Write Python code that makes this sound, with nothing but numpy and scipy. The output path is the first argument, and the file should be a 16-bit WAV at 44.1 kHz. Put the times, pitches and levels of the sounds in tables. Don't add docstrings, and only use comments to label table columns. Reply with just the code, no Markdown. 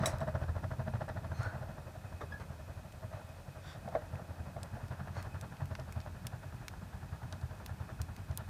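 import sys
import numpy as np
from scipy import signal
from scipy.fft import rfft, irfft
from scipy.io import wavfile
from scipy.ndimage import uniform_filter1d

SR = 44100
rng = np.random.default_rng(int(sys.argv[2]) if len(sys.argv) > 2 else 0)


def int16_out(signal):
    q = np.round(np.clip(np.atleast_2d(signal).T, -1, 1) * 32767)
    wavfile.write(sys.argv[1], SR, q.astype(np.int16))


N = 374409

# (time [s], roar [dB], thump [dB], thump pitch [Hz], thump delay [s])
PUFFS = [(0.034, -38.5, -29, 135, -0.021), (0.074, -42, -33, 132, -0.021), (0.134, -46.5, -31, 109, 0.0081),
         (0.218, -41, -32.5, 131, 0.0042), (0.281, -41.5, -34, 125, 0.0038),
         (0.354, -41.5, -30.5, 110, -0.0011), (0.425, -42.5, -30.5, 98, 0.0011),
         (0.491, -45.0, -29.5, 97, 0.01), (0.566, -45, -33.0, 98, 0.0019), (0.64, -46.5, -35.5, 111, 0.011),
         (0.719, -42.5, -33.5, 106, 0.004), (0.796, -43, -32, 124, 0.00073),
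         (0.875, -44.5, -35.5, 128, 0.0069), (0.943, -43.5, -30, 126, 0.006),
         (1.015, -43.0, -34.5, 115, 0.006), (1.091, -43.5, -40, 137, 0.018), (1.169, -45, -36, 106, 0.0099),
         (1.245, -46, -37.5, 99, 0.0094), (1.321, -49, -34.0, 103, 0.0026), (1.407, -47, -30, 106, -0.0061),
         (1.459, -45.0, -33.0, 97, 0.013), (1.543, -49, -37.5, 120, 0.0066),
         (1.627, -49.5, -38, 122, -0.011), (1.7, -50, -42, 133, -0.0026), (1.78, -54, -43, 118, 0.016),
         (1.877, -51, -43, 119, -0.0099), (1.959, -54.5, -41.5, 97, 0.019), (2.047, -55, -39, 101, 0.007),
         (2.131, -56, -40.5, 103, 0.019), (2.22, -50.0, -42, 93, 0.02), (2.322, -55, -46, 101, 0.022),
         (2.413, -54.5, -43.5, 115, 0.003), (2.51, -54, -41.0, 121, -0.0052), (2.598, -59, -41, 94, 0.018),
         (2.693, -53.5, -39, 97, 0.0095), (2.78, -57.0, -38.5, 96, -0.002), (2.854, -58, -50, 130, -0.0012),
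         (2.951, -61.5, -46.5, 98, 0.0095), (3.034, -53.5, -38.5, 110, 0.016),
         (3.13, -51.5, -37.5, 99, 0.019), (3.204, -53, -47, 105, 0.046), (3.298, -58, -50, 126, -0.00017),
         (3.385, -59, -47.5, 93, 0.019), (3.48, -57, -42.5, 100, 0.006), (3.566, -55, -43.5, 110, 0.006),
         (3.662, -59, -43.0, 104, 0.01), (3.757, -54.0, -44, 99, 0.022), (3.858, -57, -39.5, 129, 0.0044),
         (3.957, -46, -43, 127, -0.015), (4.027, -53, -43, 105, 0.008), (4.142, -52, -36, 103, -0.0018),
         (4.201, -57.5, -41.5, 101, 0.022), (4.295, -54.5, -40.5, 94, 0.016),
         (4.386, -56.5, -38.5, 104, 0.023), (4.477, -54, -43, 133, -0.0016),
         (4.579, -53, -38.5, 107, -0.01), (4.648, -49.0, -40, 102, -0.02), (4.752, -51.5, -38, 123, -0.007),
         (4.827, -52.5, -35.0, 108, 0.014), (4.918, -46.0, -35.0, 107, -0.0063),
         (4.998, -51.5, -35.5, 127, 0.017), (5.075, -51, -39.5, 91, 0.035),
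         (5.179, -47, -36.5, 100, 0.00078), (5.257, -49.5, -40, 104, 0.021),
         (5.353, -48, -36.5, 97, -0.0027), (5.437, -49.5, -39.5, 125, 0.003),
         (5.527, -53, -43.5, 105, 0.0016), (5.614, -49.5, -31, 95, 0.013), (5.715, -50, -34.0, 109, 0.0056),
         (5.796, -48.0, -35.5, 115, 0.0069), (5.885, -49.5, -41.5, 116, 0.0029),
         (5.971, -50.5, -34.5, 119, 0.003), (6.066, -48.5, -40, 103, 0.0083),
         (6.152, -56.5, -41.5, 108, 0.019), (6.253, -51.5, -38.5, 126, 0.0028),
         (6.336, -51, -37.5, 101, 0.007), (6.437, -51, -44, 120, 0.022), (6.53, -57.5, -41.5, 114, 0.02),
         (6.625, -55.5, -43.5, 113, -0.016), (6.726, -55.5, -49, 91, -0.009),
         (6.827, -56.5, -44.5, 146, 0.0066), (6.939, -54, -38, 97, 0.01), (7.03, -54.0, -38, 95, 0.003),
         (7.135, -51.5, -36.0, 103, -0.004), (7.232, -52.0, -38.5, 122, 0.011),
         (7.334, -51.5, -43, 93, 0.002), (7.431, -54.0, -32, 94, 0.0098), (7.516, -51.5, -42, 110, 0.00085),
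         (7.611, -53.5, -41, 91, -0.014), (7.696, -52.5, -36, 96, 0.021),
         (7.809, -52.0, -35.5, 104, 0.0042), (7.905, -52, -38, 100, 0.024), (8.005, -51, -31.5, 98, 0.0036),
         (8.096, -53, -43, 124, 0.0023), (8.191, -54.5, -43.5, 111, 0.013),
         (8.307, -53.5, -30, 103, 0.00071), (8.397, -49.5, -40, 110, 0.00018),
         (8.49, -61, -36, 102, 0.0052)]
# (time [s], share facing the opening [0-1])
FACING = [(0, 0.2), (4.4, 0.06), (4.9, 0.61), (8.49, 0.89)]
# (low edge [Hz], high edge [Hz])
CRACKLE_BANDS = [(900, 2800), (2800, 6000), (6000, 10000), (10000, 14500)]
TUBE_HZ, TUBE_WIDTH_HZ = 635.8, 44


def firebox_thumps():
    # (frequency [Hz], fall [s], relative level [dB])
    firebox = [(86.6, 0.014, 0.5), (127, .017, -2), (201, 0.011, 1)]
    mode_hz, falls, lift_db = np.transpose(firebox)
    out = np.zeros(N)
    for s, _, db, pitch, delay in PUFFS:
        phase = rng.random()
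        off_pitch_db = 25.5 * np.log2(mode_hz / pitch) ** 2
        sizes = gain_of(lift_db - off_pitch_db + 2.5 * rng.standard_normal(3))
        sizes *= gain_of(db) / np.linalg.norm(sizes)
        detuned_hz = mode_hz * rng.uniform(.9, 1.1, 3)
        for size, hz, fall in zip(sizes, detuned_hz, falls):
            t, shape = swell(rise=.0099, fall=fall)
            add(out, s + delay + t[0], size * shape * np.sin(2 * np.pi * (hz * t + phase)))
        t, shape = swell(rise=.019, fall=.015)
        push = sizes[0] * gain_of(-12.5 - 17 * facing(s))
        add(out, s + delay + t[0], push * shape * np.sin(2 * np.pi * (42 * t + phase)))
    return out


def tube_roar():
    # (time [s], note above roar [dB], rise [s])
    gusts = [(0, 2, 0.0055), (.25, 4.5, 0.0064), (.45, -6, 0.011), (.7, 0.5, 0.0063), (1.6, -4, 0.0093),
             (3, 0, .013), (3.8, -0.5, 0.017), (4.5, -11, 0.016), (5.8, -4, 0.0079), (6.6, -13, 0.01),
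             (7.3, -8.5, 0.0092), (8.49, -8, .013)]
    times, notes_db, rises = np.transpose(gusts)
    roar_level, note_level = np.zeros((2, N))
    for s, roar_db, *_ in PUFFS:
        note_db = np.interp(s, times, notes_db) + 3 * rng.standard_normal()
        rise = np.interp(s, times, rises) * np.exp(.22 * rng.standard_normal())
        t, shape = swell(rise, fall=.0092 + .65 * rise)
        add(roar_level, s + t[0], gain_of(roar_db) * shape)
        t, shape = swell(.75 * rise, fall=.012)
        add(note_level, s + t[0], gain_of(roar_db + note_db) * shape)
    note = resonate(rng.standard_normal(N), TUBE_HZ, TUBE_WIDTH_HZ)
    note /= uniform_filter1d(abs(note), size=600) ** .19
    eddies = unit_rms(waver(depth_db=2.8, samples=150))
    return roar_level * eddies * turbulence() + note_level * unit_rms(note)


def turbulence():
    # (frequency [Hz], relative density [dB])
    from_side = [(250, -2.5), (420, -7), (560, 4), (900, -1), (1150, -5.5), (1350, -4), (1750, -7.5),
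                 (1950, -10.5), (2200, -25.5), (3000, -26), (6000, -33)]
    # (frequency [Hz], relative density [dB])
    head_on = [(250, -15), (420, -5), (600, -4.5), (820, 1.5), (1100, -4.5), (1400, -3.5), (1750, -4.5),
               (2100, -19), (3000, -22.5), (6000, -31.5)]
    share = facing(np.arange(N) / SR)
    return np.sqrt(1 - share) * coloured(from_side) + np.sqrt(share) * coloured(head_on)


def draught():
    # (time [s], rumble [dB], level of the rushing air [dB])
    levels = [(0, -37.5, -41), (.2, -46, -47), (.5, -45, -58.5), (1.2, -45.5, -55.5), (1.45, -49.5, -48.5),
              (1.9, -50, -57), (2.3, -50, -54.5), (2.8, -52, -57.5), (3.55, -53.5, -58.5),
              (3.9, -48, -53.5), (4.4, -49.5, -55.5), (6, -48.5, -57), (7.3, -49, -56.5),
              (8.49, -48.5, -58.5)]
    # (frequency [Hz], relative density [dB])
    rumble_spectrum = [(15, -57), (25, -35), (45, -4.5), (68, -7), (87, 3.5), (105, -6), (125, -11.5),
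                       (155, -6), (190, -9), (205, -13), (260, -17.5), (375, -25), (460, -26)]
    times, rumble_db, rush_db = np.transpose(levels)
    t = np.arange(N) / SR
    puff_count = np.interp(t, [row[0] for row in PUFFS], np.arange(len(PUFFS)))
    surge = np.cos(2 * np.pi * (puff_count - .12))
    note = resonate(rng.standard_normal(N), TUBE_HZ, TUBE_WIDTH_HZ)
    rush = turbulence() + gain_of(-11.5) * note
    rumble = gain_of(np.interp(t, times, rumble_db) + 1.6 * surge) * coloured(rumble_spectrum)
    return rumble + gain_of(np.interp(t, times, rush_db) - 3 + .68 * surge) * rush


def embers():
    # (time [s], band peak at centre [dB], centre [Hz], loss one octave away [dB])
    crackles = [(.185, -48, 8000, 2), (.941, -55, 2600, 6), (1.0904, -49, 6200, 14), (1.432, -44, 6500, 12),
                (2.4, -54, 4000, 4), (2.9239, -49, 6000, 12), (3.2917, -56, 7500, 6),
                (3.8877, -47.5, 5200, 10), (4.1566, -46, 1800, 5), (4.6317, -36, 5800, 3.5),
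                (4.8831, -53, 5000, 1), (5.227, -44.5, 8000, 0.5), (5.412, -41, 6000, 2),
                (5.569, -46, 2000, 5), (5.6571, -52.5, 5500, -1), (5.7525, -33.5, 2570, 6.5),
                (5.7977, -48, 4600, 6), (5.9246, -45.5, 7500, 0), (6.003, -43.5, 3000, 3.5),
                (6.015, -47, 4100, 12), (6.2689, -31, 7000, 1.5), (6.6823, -32, 3500, 2.5),
                (7.3258, -37, 4200, 7), (7.414, -50, 4500, 5), (7.6621, -38, 3900, 2),
                (8.0167, -34, 6200, 3.5), (8.1648, -44.5, 3000, 1), (8.3124, -42, 3200, 7),
                (8.3747, -25.5, 10200, 5.5)]
    out = np.zeros(N)
    band_hz = np.sqrt(np.prod(CRACKLE_BANDS, axis=1))
    for s, db, hz, loss_db in crackles:
        bands_db = db - loss_db * np.log2(band_hz / hz) ** 2 + 1.5 * rng.standard_normal(4)
        add(out, s - .0016, snap(bands_db, t60=.013))
    for when, size, *colour in rng.random((30, 6)):
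        add(out, when * N / SR, snap(-70 + 6 * size + 8 * np.array(colour), t60=.01))
    return out


def snap(bands_db, t60):
    t = np.arange(-60, 4500) / SR
    echoes = gain_of(-16 - 60 * t / t60) + gain_of(-35.5 - 60 * t / .064)
    burst = (t > 0) * rng.standard_normal(len(t)) * echoes
    burst[60] = 1
    out = np.zeros(len(t))
    for (low, high), db in zip(CRACKLE_BANDS, bands_db):
        band = signal.sosfilt(signal.butter(3, (low, high), "band", fs=SR, output="sos"), burst)
        band = unit_rms(band) + .2 * resonate(band, rng.uniform(low * 1.2, high * .9), width=1100)
        out += gain_of(db) * band / abs(band).max()
    return out


def coil_clinks():
    # (time [s], level [dB])
    clinks = [(.0583, -27.5), (.205, -53), (0.278, -61)]
    # (frequency [Hz], relative level [dB], t60 [s])
    coil = [(2476, -19, .12), (3905, -1, .035), (5601, -10, .12), (5635, -17, .1), (5710, -20, .08),
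            (6180, -13, .06), (7253, -10, .03), (7872, -5, .045), (8680, -20, .05), (9802, -15, .07),
            (11430, -17, .05), (13221, -21, .05), (14680, -25, .05)]
    out = np.zeros(N)
    for s, db in clinks:
        add(out, s, gain_of(db) * ring(coil))
        add(out, s - .001, snap(db + np.array([-6, -10, -4, -10]), t60=.14))
    return out


def knocks():
    # (time [s], level [dB], pitch [Hz], relative brightness [dB])
    blows = [(.037, -27, 1440, -34), (.058, -29, 662, -3), (1.541, -46, 650, -37), (2.209, -37, 698, -8),
             (2.212, -42, 420, -30), (2.216, -32.5, 1240, -17), (2.222, -38, 584, -16),
             (2.398, -51, 414, -3), (3.171, -38.5, 652, -20), (3.878, -32, 690, -20),
             (3.927, -36, 724, -16), (3.952, -19.5, 648, -16), (4.196, -38, 686, -24),
             (4.565, -33.5, 673, -14), (4.77, -40.5, 707, -26)]
    # (multiple of the pitch, relative level [dB], t60 [cycles])
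    body_modes = [(1, -0.5, 48), (1.11, -6, 43), (.93, -8, 95), (.74, -11.5, 72), (.6, -14, 30),
                  (1.31, -17, 62)]
    # (frequency [Hz], relative level [dB], t60 [s])
    shell_modes = [(1120, -2.5, 0.028), (1820, -16.5, 0.06), (2150, -10, 0.024), (3720, -20, 0.024)]
    out, shell, rise_s = np.zeros(N), ring(shell_modes), .00397
    t = np.arange(len(shell)) / SR
    onset = np.sin(np.pi / 2 * np.minimum(t / rise_s, 1)) ** 2
    for s, db, hz, bright_db in blows:
        body = ring([(k * hz, mode_db, cycles / hz) for k, mode_db, cycles in body_modes])
        add(out, s - rise_s / 2, gain_of(db) * onset * (body + gain_of(bright_db + 8.5) * shell))
    return out


def squeak():
    start_s, slip_s, pitch_hz = 2.318, .0175, 1680
    t = np.arange(0, slip_s, 1 / SR)
    arch = np.sin(np.pi * t / slip_s)
    fundamental, *overtones = (arch ** k * np.sin(2 * np.pi * k * pitch_hz * t) for k in (1, 2, 3))
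    out = np.zeros(N)
    for slip in range(4):
        tone = fundamental + gain_of(-18 - 12 * slip) * sum(overtones)
        add(out, start_s + slip * slip_s, gain_of(-40.5 - 1.3 * slip ** 2) * tone)
    return out


def creaks():
    # (peak time [s], level [dB], pitch [Hz], width [Hz], rise [s], fall [s], climb [Hz/s])
    events = [(1.36, -70, 6200, 110, .03, .02, 0), (1.37, -66, 4230, 70, .022, .025, 0),
              (1.452, -46.5, 1520, 210, .03, .04, 4500)]
    out = np.zeros(N)
    for s, db, hz, width, rise, fall, climb in events:
        t, shape = swell(rise, fall)
        creak = resonate(rng.standard_normal(len(t)), hz + climb * np.minimum(t, 0), width)
        add(out, s + t[0], gain_of(db) * shape * creak)
    return out


def scrapes():
    # (peak time [s], thin part [dB], its pitch [Hz], dull part [dB], rise [s], fall [s])
    strokes = [(.061, -62.5, 3970, -49, 0.045, 0.054), (1.43, -66, 4250, -53, .045, 0.037),
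               (2.216, -67.5, 3700, -56, 0.0056, 0.017), (2.41, -74, 4000, -52, 0.0068, 0.015),
               (3.141, -76, 4000, -59.5, .015, 0.037), (3.705, -64, 3600, -55.5, .052, .03),
               (5.185, -67, 4320, -52, 0.028, 0.027)]
    # (multiple of the pitch, width [Hz], relative level [dB])
    rub = [(1, 680, 4), (1.27, 710, -3.5), (1.5, 440, -14.5), (1.9, 1300, -9.5), (1.4, 2300, -1)]
    out = np.zeros(N)
    for s, thin_db, hz, dull_db, rise, fall in strokes:
        t, shape = swell(rise, fall)
        grit = rng.standard_normal(len(t))
        thin = sum(gain_of(db) * resonate(grit, k * hz, width) for k, width, db in rub)
        dull = resonate(grit, hz=1290, width=1330)
        add(out, s + t[0], shape * (gain_of(thin_db) * thin + gain_of(dull_db) * dull))
    return out


def room():
    # (frequency [Hz], width [Hz], level [dB])
    whines = [(2528, 100, -73.5), (8640, 150, -84.5)]
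    # (frequency [Hz], relative density [dB])
    hiss_spectrum = [(880, -13), (1500, -11), (2270, -6.5), (2510, -7.5), (2860, -10), (3770, -10),
                     (14500, -17.5), (15500, -24), (16000, -34)]
    tones = sum(gain_of(db) * resonate(rng.standard_normal(N), hz, width) for hz, width, db in whines)
    tones *= waver(depth_db=2, samples=1500)
    tones *= gain_of(-1.5 * facing(np.arange(N) / SR))
    hiss = gain_of(-65) * coloured([(200, 0)] + list(hiss_spectrum))
    return signal.oaconvolve(hiss + tones, signal.firwin(1023, cutoff=15600, fs=SR), "same")


def facing(s):
    return np.interp(s, *np.transpose(FACING))


def gain_of(db):
    return 10 ** (np.asarray(db) / 20)


def unit_rms(x):
    return x / np.sqrt(np.mean(x ** 2) + 1e-20)


def add(mix, s, sound):
    at = round(s * SR)
    sound = sound[max(-at, 0):]
    part = mix[max(at, 0):][:len(sound)]
    part += sound[:len(part)]


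def coloured(points):
    point_hz, db = np.transpose(points)
    hz = np.fft.rfftfreq(N, 1 / SR)
    shape = gain_of(np.interp(np.log(hz + 1), np.log(point_hz + 1), db, left=-90, right=-90))
    return unit_rms(irfft(rfft(rng.standard_normal(N)) * shape, N))


def waver(depth_db, samples):
    drift = uniform_filter1d(uniform_filter1d(rng.standard_normal(N), samples), samples)
    return gain_of(depth_db * unit_rms(drift))


def resonate(x, hz, width):
    turn = np.exp(2j * np.pi * np.cumsum(hz * np.ones(len(x))) / SR)
    pole = np.exp(-np.pi * width / SR)
    smoothed = signal.lfilter([1], np.convolve([1, -pole], [1, -pole]), x / turn)
    return unit_rms((turn * smoothed).real)


def swell(rise, fall):
    t = np.arange(-3 * rise, 6 * fall, 1 / SR)
    return t, np.where(t < 0, np.exp(-.5 * (t / rise) ** 2), 1 / np.cosh(t / fall))


def ring(modes):
    t = np.arange(9000) / SR
    return sum(gain_of(db - 60 * t / t60) * np.sin(2 * np.pi * hz * t) for hz, db, t60 in modes)


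def scene():
    fire = firebox_thumps() + tube_roar() + draught() + embers()
    tool = coil_clinks() + knocks() + squeak() + creaks() + scrapes()
    return (fire + tool + room())[None]


def record(dry):
    lowpass = signal.firwin(511, cutoff=16550, window=("kaiser", 9), fs=SR)
    return signal.oaconvolve(dry, lowpass[None], "same")


dry = scene()
out = record(dry)
int16_out(out)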